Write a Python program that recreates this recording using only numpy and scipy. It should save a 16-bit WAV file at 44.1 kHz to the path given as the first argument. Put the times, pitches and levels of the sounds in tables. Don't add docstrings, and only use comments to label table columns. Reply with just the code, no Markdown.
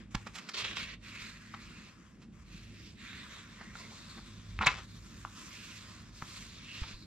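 import sys
import numpy as np
from scipy import signal
from scipy.fft import rfft, irfft
from scipy.io import wavfile

SR = 44100
rng = np.random.default_rng(int(sys.argv[2]) if len(sys.argv) > 2 else 0)


def dump(signal):
    limited = np.clip(np.atleast_2d(signal).T, -1, 1)
    pcm = np.round(limited * 32767).astype(np.int16)
    wavfile.write(sys.argv[1], SR, pcm)


N = 311328

# frequency in Hz, relative level in dB per Hz.
CRACK_COLOUR = [(100,-2), (400,-3), (600,-5), (800,0), (950,-1.5), (1300,2.5), (1650,-2), (2300,-3),
                (3200,-4), (4000,-7), (5000,-5.5), (7500,-9.5), (9000,-18.5), (12500,-19), (15000,-39)]
RUB_LAG_S, SNAP_LAG_S = 5.1e-5, 3.2e-5


def from_db(db):
    return np.exp(np.asarray(db) * (np.log(10) / 20))


def rms_one(x):
    return x / np.sqrt(np.mean(x ** 2) + 1e-20)


def at_hz(points, hz):
    f, value = np.transpose(points)
    return np.interp(np.log(np.maximum(hz, 1)), np.log(f), value)


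def drift(rate):
    return np.interp(np.arange(N) / SR * rate, np.arange(N), rng.standard_normal(N))


def pan(db):
    gains = from_db(np.array([[.5], [-.5]]) * db)
    return gains / np.sqrt(np.mean(gains ** 2, axis=0))


def two_ports(pair, hz, compact=1):
    # frequency in Hz, correlation of the two ports.
    likeness = [(60, .96), (150, .93), (300, .84), (600, .98), (2000, .98), (4000, .9), (8000, .62),
                (14000, .4)]
    alike = np.clip(compact * at_hz(likeness, hz), 0, 1)
    common = np.sqrt(1 + alike) * pair[0]
    opposed = np.sqrt(1 - alike) * pair[1]
    return common + opposed * np.array([[1], [-1]])


def left_later(x, lag_s):
    turn = np.exp(-2j * np.pi * np.fft.rfftfreq(N, 1 / SR) * lag_s)
    return np.array([irfft(rfft(x[0]) * turn, N), x[1]])


def causal(level_db):
    cepstrum = irfft(np.log(from_db(level_db)))
    half = len(cepstrum) // 2
    cepstrum[1:half] *= 2
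    cepstrum[half + 1:] = 0
    return np.exp(rfft(cepstrum))


def resonances(table, hz):
    return sum(lift / (1 + (2 * (hz - f) / width) ** 2) for f, width, lift in table)


def fibres(shape, per_s, spread_db):
    born = rng.random(shape) < per_s / SR
    strength = from_db(spread_db * np.minimum(rng.exponential(1, shape), 4))
    return rms_one(born * rng.standard_normal(shape) * strength)


def sliding(grain_db, judder_db, patchy_db, bow_octaves, gap_octaves):
    # frequency in Hz, relative level in dB per Hz.
    rub_colour = [(350, -17.5), (500, -1), (800, -18.5), (950, -3.5), (1200, -1), (1700, -1), (2700, 0),
                  (4000, -3.5), (5400, -2.5), (7600, -5.5), (9000, -16), (10800, -19), (12800, -22.5),
                  (15000, -39)]
    # frequency in Hz, width in Hz, lift in dB.
    rub_rings = [(870, 110, -4), (1060, 220, 2.5), (3040, 330, -3.5), (3700, 500, 1.2), (7550, 500, 4),
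                 (8200, 600, -4)]
    slips = fibres((2, 2, N), per_s=16000, spread_db=0.0)
    slips = slips + from_db(-8) * fibres(N, per_s=220, spread_db=0.0)
    grip_db = grain_db * drift(600) + judder_db * drift(45)
    edges = np.r_[220, 350, 520, np.geomspace(720, 15800, 21)]
    out, power = 0, 0
    for k, (low, high) in enumerate(zip(edges, edges[1:])):
        hz = np.sqrt(low * high)
        band_pass = signal.butter(2, [low, high], "band", fs=SR, output="sos")
        band = signal.sosfilt(band_pass, slips[k % 2])
        share = from_db(at_hz(rub_colour, hz)) * np.sqrt(high - low)
        patches = from_db(patchy_db * drift(30))
        gain = share * stroke_gain(hz, bow_octaves, gap_octaves) * patches
        out = out + gain * rms_one(two_ports(band, hz, compact=0.7))
        power += share ** 2
    rubbing = out / np.sqrt(power) * from_db(grip_db)
    rings = causal(resonances(rub_rings, np.fft.rfftfreq(N, 1 / SR)))
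    return left_later(irfft(rfft(rubbing) * rings, N), RUB_LAG_S)


def stroke_gain(hz, bow_octaves, gap_octaves, size=64):
    # start in seconds, length in seconds,
    # relative level in dB, attack in seconds, release time constant in seconds,
    # brightness in dB per octave about 2500 Hz,
    # resonance of the bent sheet at the start in Hz, at the end in Hz, its height in dB,
    # resonance of the gap under the page in Hz, its height in dB, left-right difference in dB.
    strokes = [(-.02, 0.0246, -60, .02, 0.048, -3, 2420, 2250, 6.5, 4400, -1, 4),
               (0.103, 0.19, -60, 0.0098, 0.066, -0.5, 1800, 1800, 1.5, 4400, -8, 1.5),
               (0.352, 0.17, -56, 0.012, 0.0154, -2.5, 1400, 2980, 2, 4500, 6, -1.5),
               (0.533, 0.0193, -44, 0.013, 0.0188, -3.5, 4050, 3840, 13.5, 4500, -1, -1),
               (0.561, 0.0502, -41, 0.018, 0.021, -2.5, 3700, 3200, 11.5, 4280, 2, -2),
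               (0.635, 0.033, -43.5, 0.0124, 0.08, -3.5, 3150, 3150, 12.5, 4560, -3, -1.5),
               (0.748, 0.083, -46, 0.021, 0.0292, -1.5, 3000, 3030, 12.5, 4500, 1.5, -1.5),
               (0.843, 0.1, -56, 0.041, 0.01, -3, 2730, 2690, 12, 4440, 4, -2.5),
               (0.989, 0.31, -52, 0.15, 0.046, -0.5, 2260, 2150, 7, 4230, 5.5, -2.5),
               (1.286, 0.31, -61.5, 0.068, 0.06, 0.5, 1785, 1950, 10.5, 4260, 2.5, -0.5),
               (1.578, 0.318, -59, 0.03, 0.036, -1.1, 2130, 2000, 4, 4440, 5, -0.5),
               (1.894, 0.17, -67, 0.02, 0.11, 0.5, 1280, 1406, 9.5, 3950, -5.5, 3.5),
               (2.311, 0.11, -65, 0.037, 0.049, -0.5, 1100, 1200, 4, 3930, -14, 2.5),
               (2.42, 0.13, -59.5, 0.16, 0.39, 0.5, 2300, 2320, 7, 4130, 4, -0.5),
               (2.704, 0.19, -66, 0.11, 0.024, 2, 2400, 2900, 10.5, 5040, 10, -1.5),
               (2.946, 0.27, -57, 0.11, 0.041, 0.3, 1850, 2056, 12.5, 3830, 9, -2),
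               (3.203, 0.19, -54.5, 0.044, 0.19, -1, 1650, 1770, 5.5, 3500, 6.5, -0.5),
               (3.452, 0.3, -57.5, 0.15, 0.041, -2, 1610, 1500, 3, 3650, -0.5, -0.5),
               (3.72, 0.21, -50.5, 0.069, 0.052, -2.1, 1920, 1920, -5.5, 3980, 3.5, -0.5),
               (3.928, 0.23, -54.5, 0.051, 0.082, 0, 1100, 1080, 3, 3960, 7.5, 1),
               (4.21, 0.62, -58.5, 0.033, 0.056, -0.8, 1095, 1100, 0, 3630, 4.5, 1),
               (4.77, 0.2, -59.5, 0.02, 0.049, 0.5, 3870, 3860, -3.5, 3960, 10, 0.5),
               (4.933, 0.33, -58.5, 0.15, 0.093, 1.5, 1163, 1193, 5, 3900, 0.5, 0.5),
               (5.253, 0.24, -52, 0.18, 0.044, 1.2, 1100, 1100, 4.5, 4200, -2, 0),
               (5.472, 0.288, -52, 0.079, 0.11, 0.5, 2400, 2850, 4, 4160, 1.5, -2),
               (5.757, 0.22, -55, 0.12, 0.14, -1.2, 1100, 1100, 1, 4250, 3, -0.5),
               (6.12, 0.23, -54.5, 0.067, 0.054, 1, 1100, 1096, 0.5, 4300, 3.5, 0.5),
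               (6.214, 0.21, -49.5, 0.19, 0.068, 0.5, 2800, 2980, 2.5, 4230, 4, -0.5),
               (6.469, 0.071, -54, 0.087, 0.185, -0.98, 3400, 3500, 7.5, 4230, 1.5, -1),
               (6.602, 0.21, -51.5, 0.19, 0.051, -0.6, 2820, 2860, 9, 4700, 5.5, -1.5),
               (6.827, 0.096, -51.5, 0.066, 0.0226, -1.5, 3500, 3580, 7.5, 4550, 3, -1),
               (6.921, 0.11, -60, 0.022, 0.028, 0.33, 3700, 4400, -2.5, 4320, 13, 0.5)]
    t, power = np.arange(0, N, size) / SR, 0
    for (start, length, level_db, attack, release, bright, from_hz, to_hz, bow_db,
         gap_hz, gap_db, pan_db) in strokes:
        pick_up = np.sin(np.pi / 2 * np.clip((t - start) / attack, 0, 1)) ** 1.39
        speed = pick_up * np.exp(-np.maximum(t - start - length, 0) / release)
        bow_hz = np.interp(t, [start, start + length], [from_hz, to_hz])
        bow = bow_db * np.exp(-.5 * (np.log2(hz / bow_hz) / bow_octaves) ** 2)
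        gap = gap_db * np.exp(-.5 * (np.log2(hz / gap_hz) / gap_octaves) ** 2)
        colour_db = level_db + bright * np.log2(hz / 2500) + bow + gap
        power = power + (speed * from_db(colour_db) * pan(pan_db)) ** 2
    return np.array([np.interp(np.arange(N) / SR, t, side) for side in np.sqrt(power)])


def swishes(fade_share, flutter_db):
    # start in seconds, length in seconds,
    # relative level in dB, pitch at the start in Hz, at the end in Hz, width in Hz.
    pockets = [(1.069, 0.24, -53.5, 2405, 2284, 600), (1.576, 0.35, -62, 2505, 2637, 450),
               (2.998, 0.22, -55.5, 1606, 1693, 510), (3.517, 0.49, -60, 1860, 2221, 330),
               (4.64, .02, -39, 3980, 3820, 600), (4.671, 0.013, -28.5, 4594, 2960, 900),
               (4.685, .009, -28, 3016, 880, 700), (5.517, 0.29, -57.5, 2620, 2787, 480),
               (6.631, 0.19, -53.5, 2795, 2690, 420)]
    out = np.zeros((2, N))
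    for start, length, level_db, from_hz, to_hz, width_hz in pockets:
        t = np.arange(round(length * SR)) / SR
        low_pass = signal.butter(2, width_hz / 2, fs=SR, output="sos")
        pocket = signal.sosfilt(low_pass, rng.standard_normal((2, 2, len(t))))
        phase = 2 * np.pi * np.cumsum(np.interp(t, [0, length], [from_hz, to_hz])) / SR
        carried = pocket[0] * np.cos(phase) + pocket[1] * np.sin(phase)
        ring = rms_one(two_ports(carried, from_hz))
        fade = np.clip(np.minimum(t, length - t) / (fade_share * length), 0, 1)
        at = round(start * SR)
        out[:, at:at + len(t)] += (from_db(level_db) * ring * fade)[:, :N - at]
    return left_later(out * from_db(flutter_db * drift(60)), RUB_LAG_S)


def snapping(slips_per_fall, spread_db, ring_from_db, ring_full_db, size=8192):
    # peak time in seconds, level in dB,
    # fall time constant in seconds, lowest frequency in Hz, highest in Hz, left-right difference in dB.
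    buckles = [(0.1495, -31, 0.0031, 500, 5230, -3), (0.1531, -30.5, 0.0027, 400, 7000, -6.5),
               (0.272, -40.5, 0.0064, 120, 5600, -5.5), (.359, -42, 0.013, 2000, 8900, -3),
               (.388, -41, 0.0084, 1510, 7000, -3), (.493, -36, 0.005, 2500, 6070, -2),
               (.605, -39.5, 0.0064, 1500, 4800, 0), (.649, -41, 0.0026, 1500, 4480, -2.5),
               (.7722, -39, 0.0016, 1200, 4400, 1), (1.546, -41, 0.0049, 3000, 2100, 3.5),
               (2.228, -59.5, 0.021, 1200, 7000, -2), (3.612, -45.5, 0.0058, 600, 1150, 0),
               (3.919, -54, 0.0042, 300, 1160, -0.5), (4.182, -49, 0.011, 600, 1490, 1.5),
               (4.617, -29.5, 0.0062, 700, 2000, 0), (4.629, -31.5, 0.014, 500, 2300, 0),
               (4.666, -22, 0.0044, 500, 5000, -2), (4.669, -21.5, 0.0013, 5000, 8000, 4),
               (4.6783, -21, 0.0053, 1500, 2390, 2), (4.703, -39, 0.055, 890, 4600, 5),
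               (4.787, -45.5, 0.017, 300, 5000, 0), (6.2234, -37, 0.004, 250, 1870, 2),
               (6.836, -44, 0.011, 700, 3600, 1)]
    rise_share = 0.78
    out, hz = np.zeros((2, N + size)), np.fft.rfftfreq(size, 1 / SR) + 1
    t = (np.arange(size) - size // 4) / SR
    ring_db = sheet_ring(hz)
    for s, level_db, fall, low_hz, top_hz, pan_db in buckles:
        swell = np.exp(np.minimum(t / (rise_share * fall), -t / fall))
        slips = rfft(fibres((2, size), slips_per_fall / fall, spread_db) * swell)
        loss_db = 10 * np.log10((1 + (low_hz / hz) ** 2) * (1 + (hz / top_hz) ** 4))
        ringing = np.interp(level_db, [ring_from_db, ring_full_db], [.25, 1])
        body = causal(at_hz(CRACK_COLOUR, hz) + ringing * ring_db - loss_db)
        burst = rms_one(irfft(two_ports(slips, hz) * body))
        at = max(round(s * SR) - size // 4, 0)
        out[:, at:at + size] += from_db(level_db) * burst * np.sqrt(np.mean(swell ** 2)) * pan(pan_db)
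    return left_later(out[:, :N], SNAP_LAG_S)


def ticks(rebound_db, rebound_s, top_ratio, size=8192):
    # time in seconds, nominal peak in dB,
    # pitch in Hz, width in Hz, left-right difference in dB.
    creases = [(0.1487, -25, 2800, 3000, 7), (0.2688, -30.5, 1010, 1500, 1),
               (0.6502, -23, 3200, 3000, -1.5), (0.6597, -32, 3400, 2500, -3),
               (0.7123, -34, 3000, 3500, -1.5), (0.77, -22, 3330, 2200, -3.5), (0.7707, -28, 1100, 3000, 0),
               (1.5404, -33.5, 1243, 350, 2.5), (3.1307, -37, 2120, 1500, -6), (3.372, -45, 650, 700, -1),
               (3.7544, -32, 1424, 350, -1), (4.5901, -21.5, 1870, 1300, 0.5), (4.6108, -24, 1290, 600, 2),
               (4.6244, -19.5, 2300, 1500, 5), (4.636, -22.5, 1000, 300, 1), (4.6704, -6, 2010, 1700, 2),
               (4.6748, -14, 2800, 1100, 6), (4.6788, -20.5, 1130, 400, 3), (5.2498, -28.5, 1080, 260, 0.5),
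               (5.2497, -40, 2800, 500, 0.5), (6.223, -33, 1740, 600, 0)]
    ring_from_db, ring_full_db = -30, -9
    out, hz = np.zeros((2, N + size)), np.fft.rfftfreq(size, 1 / SR) + 1
    t = np.arange(size) / SR
    ring_db = sheet_ring(hz)
    for s, peak_db, pitch_hz, width_hz, pan_db in creases:
        slips = from_db(rebound_db) * rng.standard_normal((2, size)) * np.exp(-t / rebound_s)
        slips[0, 0] = 1
        off_pitch = 1 + ((hz ** 2 - pitch_hz ** 2) / (hz * width_hz)) ** 2
        loss = off_pitch * (1 + (hz / (top_ratio * pitch_hz)) ** 4)
        ringing = np.interp(peak_db, [ring_from_db, ring_full_db], [0, 1])
        patch = causal(at_hz(CRACK_COLOUR, hz) + ringing * ring_db - 10 * np.log10(loss))
        tick = irfft(two_ports(rfft(slips), hz) * patch) / (np.sqrt(2) * np.abs(irfft(patch)).max())
        at = round(s * SR)
        out[:, at:at + size] += from_db(peak_db) * tick * pan(pan_db)
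    return left_later(out[:, :N], SNAP_LAG_S)


def sheet_ring(hz):
    # frequency in Hz, lift in dB.
    modes = [(902,8.5), (1014,15), (1103,4), (1226,12), (1585,2), (1752,3.5), (1942,10), (2204,14.5),
             (2352,8.5), (2479,2), (2618,16.5), (3930,11), (4980,3), (7250,14)]
    q = 21
    return resonances([(f, f / q, lift) for f, lift in modes], hz)


def puffs(rise_s):
    # start in seconds, nominal peak in dB, pitch in Hz, time to fall by 60 dB in seconds.
    pushes = [(0.1481,-20,176,0.025), (.159,-28,52,0.055), (0.161,-42,106.2,0.31), (4.591,-27,77.4,0.075),
              (4.606,-36,207,0.18), (4.669,-24.5,143,0.047), (5.25,-45,159,0.056), (6.224,-26.5,132,0.018),
              (6.818,-23,60,0.054), (6.94,-39,38.6,0.13)]
    out = np.zeros(N)
    for s, peak_db, hz, t60 in pushes:
        t = np.maximum(np.arange(N) / SR - s, 0)
        decay = from_db(np.maximum(peak_db - 60 * t / t60, -200))
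        out += decay * np.sin(2 * np.pi * hz * t) * (1 - np.exp(-t / rise_s))
    return out


def room(x, wall_hz, first_s, alike):
    t60_s = 0.23
    t = np.arange(SR) / SR
    shared, own = rng.standard_normal(SR), rng.standard_normal((2, SR))
    tail = np.sqrt(alike) * shared + np.sqrt(1 - alike) * own
    tail = tail * from_db(-60 * t / t60_s) * np.clip(t / first_s - .5, 0, 1)
    tail = rms_one(tail) / np.sqrt(SR)
    tail = signal.sosfilt(signal.butter(1, wall_hz, fs=SR, output="sos"), tail)
    return signal.fftconvolve(x.mean(0)[None], tail, axes=1)[:, :N]


def room_tone(flutter_db, surge_db):
    # frequency in Hz, relative level in dB per Hz.
    rumble_colour = [(20, -34), (35, -9.5), (50, -6.5), (70, -1), (90, -9), (150, -3.5), (225, -0.5),
                     (265, -10), (335, -10), (370, -18), (700, -29.5), (1200, -33), (3000, -36),
                     (8000, -43.5), (15000, -72)]
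    # frequency in Hz, level in dB ahead of the surge, waver in dB.
    hum_tones = [(48.5, -66, 6), (102.6, -62, 4.5)]
    # time in seconds, relative level in dB.
    deep_course = [(.3, 3), (.47, -19.5), (.65, 1), (2.2, -3), (2.4, 3), (4.3, -1), (4.6, 8), (5.4, -0.5),
                   (6.5, 1)]
    level_db, surge_top_hz = -55, 131
    hz, t = np.fft.rfftfreq(N, 1 / SR), np.arange(N) / SR
    white = rfft(rng.standard_normal((2, N)))
    noise = rms_one(irfft(two_ports(white, hz) * from_db(at_hz(rumble_colour, hz)), N))
    hum = 0
    for f, db, waver_db in hum_tones:
        strength = from_db(db + waver_db * drift(9)) * np.sqrt(2)
        hum = hum + strength * np.sin(2 * np.pi * f * t + .5 * drift(2.04))
    surge = from_db(np.interp(t, *np.transpose(deep_course)) + surge_db * drift(9.3))
    deep, low = [irfft(rfft(noise) / (1 + (hz / top) ** 8), N) for top in (surge_top_hz, 500)]
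    rumble = deep * surge + (low - deep) * from_db(flutter_db * drift(22))
    hiss = noise - low
    return left_later(from_db(level_db) * (rumble + hiss) + hum * surge, RUB_LAG_S)


def scene():
    rub = from_db(0.37) * sliding(grain_db=1.13, judder_db=1.2, patchy_db=1.8,
                                  bow_octaves=0.5, gap_octaves=0.15)
    rub = rub + swishes(fade_share=0.28, flutter_db=3.2)
    snaps = snapping(slips_per_fall=92, spread_db=1.2, ring_from_db=-29, ring_full_db=-11)
    snaps = snaps + ticks(rebound_db=-23.5, rebound_s=0.0031, top_ratio=1.8)
    to_room = from_db(-11) * snaps + from_db(-12.5) * rub
    echo = room(to_room, wall_hz=5980, first_s=0.00555, alike=0.56)
    return rub + snaps + echo + puffs(rise_s=0.00065) + room_tone(flutter_db=2.5, surge_db=1.0)


def record(dry):
    # frequency in Hz, left-right difference in dB.
    port_balance = [(100, -1), (1500, -0.5), (4000, 0), (8000, -3.5), (12000, -9.5)]
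    cutoff_hz = 15600
    balance = pan(at_hz(port_balance, np.fft.rfftfreq(N, 1 / SR)))
    heard = irfft(rfft(dry) * balance, N)
    return signal.sosfilt(signal.ellip(10, .1, 80, cutoff_hz, fs=SR, output="sos"), heard)


dry = scene()
out = record(dry)
dump(out)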